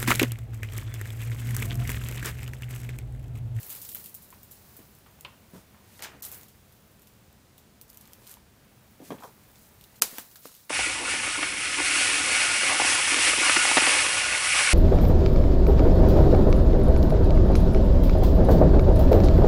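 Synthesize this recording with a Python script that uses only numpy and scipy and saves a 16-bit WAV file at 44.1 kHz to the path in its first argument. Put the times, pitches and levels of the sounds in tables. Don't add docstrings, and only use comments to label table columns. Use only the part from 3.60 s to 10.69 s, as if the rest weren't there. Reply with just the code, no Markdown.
import sys
import numpy as np
from scipy import signal
from scipy.fft import rfft, irfft, next_fast_len
from scipy.io import wavfile
from scipy.ndimage import uniform_filter1d

SR = 44100
rng = np.random.default_rng(int(sys.argv[2]) if len(sys.argv) > 2 else 0)


def elevation(decibels):
    levels = np.asarray(decibels, float)
    return 10 ** (levels / 20)


def transcribe(u):
    v = np.clip(np.atleast_2d(u).T, -1, 1)
    q = np.round(v * 32767).astype(np.int16)
    wavfile.write(sys.argv[1], SR, q)


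N = 312889


def rms_one(x):
    return x / np.sqrt(np.mean(x ** 2) + 1e-20)


def in_time(rows):
    s, *columns = np.transpose(rows)
    return [np.interp(np.arange(N) / SR, s, c) for c in columns]


def band(x, low_hz, high_hz, order=2):
    edges = np.clip([low_hz, high_hz], 10, .45 * SR)
    return signal.sosfilt(signal.butter(order, edges, "band", fs=SR, output="sos"), x)


def colour(x, spectrum):
    hz, db = np.transpose(spectrum)
    size = next_fast_len(N, real=True)
    grid = np.maximum(np.arange(size // 2 + 1) * SR / size, 1)
    gain = elevation(np.interp(np.log(grid), np.log(hz), db))
    return rms_one(irfft(rfft(x, size) * gain, size)[:N])


def drift(rate_hz):
    r = np.exp(-2 * np.pi * rate_hz / SR)
    wander = signal.lfilter([1], [1, -2 * r, r * r], rng.standard_normal(N + SR))
    return rms_one(wander[SR:])


def dying(t60, size):
    return rng.standard_normal(size) * elevation(-60 * np.arange(size) / SR / max(t60, .001))


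def add(out, s, burst, peak_db):
    i = round(s * SR)
    out[i:i + len(burst)] += (burst * elevation(peak_db) / np.abs(burst).max())[:N - i]


def grains(per_s, spread_db, t60, clump_db, bed_db):
    born = rng.random(N) < per_s * elevation(clump_db * drift(25)) / SR
    sizes = elevation(spread_db * np.minimum(rng.exponential(1, N), 4)) * born
    power = signal.lfilter([1], [1, -elevation(-120 / (t60 * SR))], sizes ** 2 + 1e-18)
    return rng.standard_normal(N) * np.sqrt(power / power.mean() + elevation(2 * bed_db))


def tread():
    # time in seconds, stirring of the leaves in dB, pressure of the soles in dB
    steps = [(0.0, -47, -57), (0.28, -46.5, -61.5), (0.38, -44, -59), (0.5, -56.5, -63.5),
             (0.86, -60.5, -64.5), (1.12, -56.5, -63), (1.42, -64, -64.5), (2.6, -66.5, -62.5),
             (2.78, -51, -57.5), (2.88, -64.5, -64.5), (4.24, -69.5, -65.5), (4.5, -62.5, -61),
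             (4.8, -68, -64.5), (5.57, -63, -63), (6.4, -61.5, -62.5), (6.43, -48, -49.5),
             (6.66, -55.5, -63), (7.09, -60.5, -63.5)]
    # pitch in Hz, strength in dB per Hz
    rustle = [(4120, -36), (7000, -15.5), (15100, -2), (16000, 11.5), (16500, -12)]
    crunch = [(2500, -30), (4000, 0), (9000, -3.5), (12000, -18.5)]
    scuff = [(500, -7), (900, -6.5), (2400, -8), (3500, -16), (5500, -27)]
    weight = [(80, -39), (150, 1), (430, -1.5), (900, -2.5), (1500, -15.5)]
    stir_db, press_db = in_time(steps)
    crunch_db = -68 + 0.58 * (stir_db + 64.5)
    weight_db = -63 + 0.43 * (press_db + 64)
    levels = (stir_db, crunch_db, press_db, weight_db)
    layers = (colour(grains(per_s=250.0, spread_db=4.0, t60=0.006, clump_db=6.0, bed_db=3.5), rustle),
              colour(grains(per_s=780.0, spread_db=1.0, t60=0.036, clump_db=-4.0, bed_db=-4.5), crunch),
              colour(grains(per_s=380.0, spread_db=2.5, t60=.03, clump_db=1.5, bed_db=-1.2), scuff),
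              colour(grains(per_s=200.0, spread_db=4.5, t60=0.032, clump_db=-0.5, bed_db=-2.0), weight))
    still_db, lift_db = (-68, -68.5, -65, -63.0), (4.0, 0.0, -0.1, 3.0)
    out = np.zeros(N)
    for layer, db, still, lift in zip(layers, levels, still_db, lift_db):
        loudness = np.sqrt(np.maximum(elevation(2 * db) - elevation(2 * still), 0))
        out += layer * elevation(lift) * loudness
    return out


def air():
    # pitch in Hz, strength in dB per Hz
    air_colour = [(12, -54), (20, -15.5), (70, 1.5), (126, 1), (220, -6), (283, -7.5), (508, -11),
                  (1310, -17), (1590, -17.5), (1890, -19), (6610, -23.5), (14400, -26.5), (15700, -19.5)]
    # pitch in Hz, level in dB
    whine_tones = [(14906, -84)]
    still = colour(rng.standard_normal(N), air_colour)
    swell = band(still, 37, 190) * (elevation(0.55 * drift(0.84)) - 1)
    hum = elevation(-74) * rms_one(band(rng.standard_normal(N), 195, 222))
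    whine = np.zeros(N)
    for hz, db in whine_tones:
        whine += elevation(db) * rms_one(band(rng.standard_normal(N), hz - 30, hz + 30))
    whine *= elevation(1.9 * drift(1.4))
    return elevation(-62.2) * (still + swell) + hum + whine


def drags():
    # middle in seconds, half length in seconds,
    # level in dB, lowest pitch in Hz, highest pitch in Hz
    scrapes = [(0.135, 0.06, -54.5, 1000, 4900), (1.206, 0.043, -63, 200, 1500),
               (1.736, 0.041, -61.5, 200, 1300), (1.97, 0.04, -56.5, 400, 1530),
               (2.439, 0.041, -53, 200, 600), (2.449, 0.045, -45.5, 680, 2840),
               (2.53, 0.058, -56, 250, 2360), (2.653, 0.033, -54, 590, 3600),
               (2.738, 0.039, -59.5, 300, 2440), (4.72, 0.059, -62, 700, 2200),
               (5.526, 0.033, -43, 150, 300), (5.673, 0.021, -56, 700, 1300)]
    # middle in seconds,
    # half length in seconds, level in dB, lowest pitch in Hz
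    sweeps = [(.16, .023, -53, 8000), (0.227, .012, -54, 6000), (0.36, .013, -53, 9100),
              (1.972, 0.051, -58.5, 3020), (2.374, .094, -56.5, 1480), (2.433, 0.02, -44.5, 5000),
              (2.648, 0.028, -42, 3460), (2.74, .03, -52, 2470), (4.297, .01, -57.5, 3500),
              (4.7, 0.071, -55, 3020), (4.718, .01, -53, 5000), (5.466, 0.034, -52, 1190),
              (5.536, 0.032, -58, 5000), (5.66, 0.052, -59, 4000), (6.035, .086, -61.5, 5000),
              (6.583, 0.048, -47, 990), (6.857, .032, -51.5, 1990), (6.945, 0.088, -55.5, 2880)]
    sweep_top_hz = 17200
    out = np.zeros(N)
    grit = grains(per_s=500.0, spread_db=2.5, t60=.012, clump_db=1.5, bed_db=1.5)
    for s, half, level_db, low_hz, high_hz in scrapes + [(*row, sweep_top_hz) for row in sweeps]:
        span = slice(max(round((s - 3 * half) * SR), 0), round((s + 3 * half) * SR))
        time = (span.start + np.arange(len(grit[span]))) / SR
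        speed = np.exp(-((time - s) / half) ** 2)
        out[span] += elevation(level_db) * speed * rms_one(band(grit[span], low_hz, high_hz, order=3))
    return out


def snaps():
    # time in seconds, peak in dB, body
    # below its top in dB, scattered sound in dB
    leaf_breaks = [(0.0298, -26.5, -16, -11), (0.0444, -36, -21, -12), (0.0936, -26.5, -21, -7.5),
                   (0.101, -26.5, -13.5, -11), (0.105, -20.5, -18, -9), (0.1257, -27, -23, -14),
                   (0.1506, -27, -21, -5), (0.1608, -27, -18, -10.5), (0.2154, -36, -21, -12),
                   (0.2154, -29, -18, -1), (0.2495, -30, -7, -13), (0.2902, -23.5, -18, -10.5),
                   (0.3164, -25, -21, -11), (0.3295, -33, -27, -9), (0.348, -27, -21, -22),
                   (0.354, -36, -13, -15), (0.3604, -34.5, 0, -7), (0.4, -36, -21, -21),
                   (0.4404, -28.5, -17, -7.5), (0.4589, -28.5, -18, -6), (0.4944, -33, -28, -12),
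                   (0.5426, -25, -30, -15), (0.5475, -20.5, -22.5, -13.5), (0.62, -39, -28, 2),
                   (0.703, -32.5, -25, -8), (0.831, -29.5, -22, -9), (0.911, -30.5, -20, -2),
                   (1.1657, -27.5, -25, -10.5), (1.3505, -38, -21, -11), (1.386, -41, -25, -14),
                   (1.6087, -29.5, -23, -15), (2.391, -44, 1, -4), (2.4224, -21.5, -4.5, -9.5),
              (2.434, -32, 1, -2), (2.443, -34, -7, -10), (2.6229, -24.5, -28, -7.5),
              (2.65, -19.5, -32, -12), (2.6826, -28.5, -16.5, -6), (2.7156, -25, -20, -10),
              (2.724, -22, -31, -10), (2.7444, -28.5, -22, -9), (2.8113, -34, -16, -14),
              (2.8316, -32, -12.5, -12.5), (2.8816, -40.5, -12, -5), (3.122, -40, -18, -9),
              (3.3942, -43, -18, -15), (3.4186, -40, -20, -10), (3.471, -40, -13.5, -13),
              (3.5359, -44, -18, -16), (3.7272, -40.5, -20, -18),
                   (3.9796, -34.5, -13, -10), (4.2123, -27.5, -21, -16), (4.2797, -43, -16, -14),
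             (4.3001, -32.5, -18, -12), (4.3296, -37, -20, -14), (4.3434, -40, -16, -11),
             (4.372, -27, -23, -17), (4.4107, -37, -14, -9), (4.4543, -42, -10, -10),
             (4.4747, -38, -11, -19), (4.5326, -30.5, -12.5, -17), (4.6686, -33, -16, -14),
             (4.6737, -31.5, -12, -12), (4.6937, -31, -15, -12), (4.7127, -26.5, -19, -12),
             (4.7393, -33, -17, -17), (5.6022, -41, -11, -4), (5.6351, -36, -11, -8),
             (5.9564, -42.5, -3, -8), (6.2103, -37, -8, -19), (6.2387, -33.5, -14, -17),
             (6.357, -42, -10, -5), (6.5829, -17.5, -13.5, -13), (6.712, -41, -9, -8),
             (6.7565, -33, -9, -10.5), (6.8558, -31, -12, -12), (6.9496, -33.5, -13, -19),
             (6.9664, -40, -23, -22.5)]
    leaf_hz = 13860
    out = np.zeros(N)
    for s, peak_db, body_db, tail_db in leaf_breaks:
        t60 = 0.14 + 0.0064 * (tail_db + 13)
        burst = dying(0.0035, size=6000) + elevation(tail_db - 4) * dying(t60, size=6000)
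        top = band(burst, leaf_hz / 1.27, leaf_hz * 1.405, order=3)
        top = top + 0.82 * band(burst, 7430, 18400, order=3)
        body = elevation(body_db + 13) * band(burst, 2690, 7300, order=3)
        add(out, s + 0.00083, top + body, peak_db + 0.02)
    return out


def knocks():
    # time in seconds, peak in dB, centre in Hz, clack below the peak in dB
    dull_rows = [(0.726, -37, 1000, -9), (1.191, -40, 247, 9), (1.462, -43, 1040, -13),
                 (1.649, -30.5, 1030, -3), (1.935, -34.5, 185, -21), (1.944, -37, 187, -24),
                 (2.145, -46, 915, -16), (2.393, -34.5, 1690, -20), (2.423, -27, 2310, -21),
                 (2.445, -27.5, 1700, -12), (2.488, -38.5, 415, -9), (2.548, -40.5, 272, -23),
                 (5.402, -33, 310, -24), (5.416, -39, 261, -16), (5.505, -21, 293, -7),
                 (5.506, -28.5, 1030, -12), (5.521, -23.5, 410, -32), (5.583, -39.5, 240, 14),
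                 (5.641, -35, 435, -10), (6.529, -39.5, 229, -19)]
    # time in seconds, peak in dB,
    # centre in Hz, time to die by 60 dB in seconds
    hard_rows = [(0.0316, -29, 11100, .012), (0.1014, -25, 13000, .02), (0.2893, -29.5, 9000, .02),
                 (0.3478, -14.5, 13400, .013), (0.3554, -17.5, 13100, .013), (0.4594, -28, 13400, .015),
                 (0.5478, -33, 12000, .012), (1.6486, -28.5, 2760, .05), (3.981, -45.5, 3500, .05),
                 (4.2997, -44, 5000, .04), (4.3724, -40.5, 5960, .03), (4.4104, -36, 13100, .015),
                 (5.6072, -39, 845, .08), (5.6232, -36, 900, .1), (5.6352, -30, 954, 0.084),
                 (6.24, -40, 3640, .068), (6.5822, -30.5, 1610, .049), (6.7572, -39, 4500, .07),
                 (6.7575, -41, 1400, .05), (6.8572, -47, 260, 0.092), (6.8916, -45, 1296, 0.032),
                 (6.918, -52, 972, 0.045)]
    # time in seconds, peak in dB,
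    # centre in Hz, clack below the peak in dB
    heel_rows = [
        (1.589, -43.5, 869, -8),
        (4.77, -40.5, 950, -10),
        (6.423, -30, 396, -20),
        (6.583, -31.5, 230, -8),
        (6.5835, -27.5, 900, -11),
        (6.855, -28, 483, -8),
        (6.8549, -36.5, 1090, -10),
    ]
    dull = [(s, db, hz, 0.18, 1.4 + .015 * (db + 47), edge)
            for s, db, hz, edge in dull_rows]
    hard = [(*row, 0.62, -5) for row in hard_rows]
    near = [(s, db, hz, 0.042, 1.67, edge) for s, db, hz, edge in heel_rows]
    out = np.zeros(N)
    for s, peak_db, hz, t60, octaves, clack_db in dull + hard + near:
        burst = 0.32 * dying(t60, size=8000) + dying(0.01, size=8000) + 0.057 * dying(0.37, size=8000)
        spread = 2 ** np.clip(octaves, .1, 1.7)
        body = band(burst, hz / spread ** 0.085, hz * spread ** 0.11, order=1)
        rough = 0.23 * band(burst, hz / spread, hz * spread, order=3)
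        add(out, s, body + rough, peak_db - 4.0)
        add(out, s + 0.000926, band(burst, 1500, 3570, order=3), peak_db + clack_db - 19.5)
    return out


def chimes():
    # time in seconds, pitch in Hz, peak in dB, time to die by 60 dB in seconds
    rings = [
        (.912, 7700, -60, .5),
        (3.985, 7300, -66, .5),
    ]
    out = np.zeros(N)
    for s, hz, peak_db, t60 in rings:
        add(out, s, band(dying(t60, size=12000), hz - 110, hz + 110), peak_db)
    return out


def crack():
    # pitch in Hz, strength in dB per Hz
    pod_colour = [(88, -49), (150, -18), (409, -3), (2130, -6), (3560, -3.5), (4420, -2), (11800, -1),
                  (15600, -4.5), (16500, -28)]
    pod_s, peak_db = 6.4203, 0
    out = np.zeros(N)
    tearing = rng.standard_normal(12000) * np.exp(-(np.arange(12000) / SR / 0.0037) ** 3)
    scatter = 0.2 * dying(0.14, size=12000) + 0.027 * dying(0.63, size=12000)
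    add(out, pod_s, tearing + scatter, 0)
    add(out, pod_s - .004, dying(.2, size=170), -24)
    out = colour(out, pod_colour)
    return elevation(peak_db) * out / np.abs(out).max()


def starve(x):
    # start in seconds, end in seconds, lowest lost pitch in Hz, highest lost pitch in Hz
    dropouts = [
        (.331, .346, 900, 2200),
        (.342, .346, 3000, 9000),
        (.538, .542, 4000, 9000),
        (.552, .558, 1200, 3000),
        (2.409, 2.419, 6500, 19000),
        (2.611, 2.621, 2300, 19000),
        (6.4, 6.4155, 700, 19000),
        (6.75, 6.754, 5000, 8000),
    ]
    out = x.copy()
    for start, end, low_hz, high_hz in dropouts:
        span = slice(round(start * SR) - 500, round(end * SR) + 500)
        time = np.arange(span.start, span.stop) / SR
        inside = np.abs(time - (start + end) / 2) < (end - start) / 2
        gap = uniform_filter1d(1. * inside, size=64)
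        part = out[:, span]
        stop = signal.butter(4, [low_hz, high_hz], "bandstop", fs=SR, output="sos")
        dull = signal.sosfiltfilt(stop, part * uniform_filter1d(gap, size=64))
        out[:, span] = part * (1 - .97 * gap) + dull
    return out


def scene():
    # time in seconds, gain in dB
    gain_rows = [
        (0, 6),
        (6.42, 4.5),
        (6.45, -8),
        (6.7, -0.5),
        (7.09, -2),
    ]
    gain_db, = in_time(gain_rows)
    background = elevation(gain_db) * air()
    return (background + tread() + drags() + snaps() + knocks() + chimes() + crack())[None]


def roll_off(x):
    return signal.sosfilt(signal.butter(12, 16840, fs=SR, output="sos"), x)


def record(dry):
    cut_hz = 15850
    dry = .64 * np.tanh(starve(dry) / .64)
    low = signal.sosfilt(signal.cheby2(16, 60, cut_hz + 200, fs=SR, output="sos"), dry)
    top = band(dry, cut_hz, cut_hz + 900)
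    sudden = uniform_filter1d(top ** 2, size=128) > 7.0 * uniform_filter1d(top ** 2, size=2048)
    opening = uniform_filter1d(1. * sudden, size=128)
    return roll_off(low + elevation(-14) * top * opening)


dry = scene()
out = record(dry)
transcribe(out)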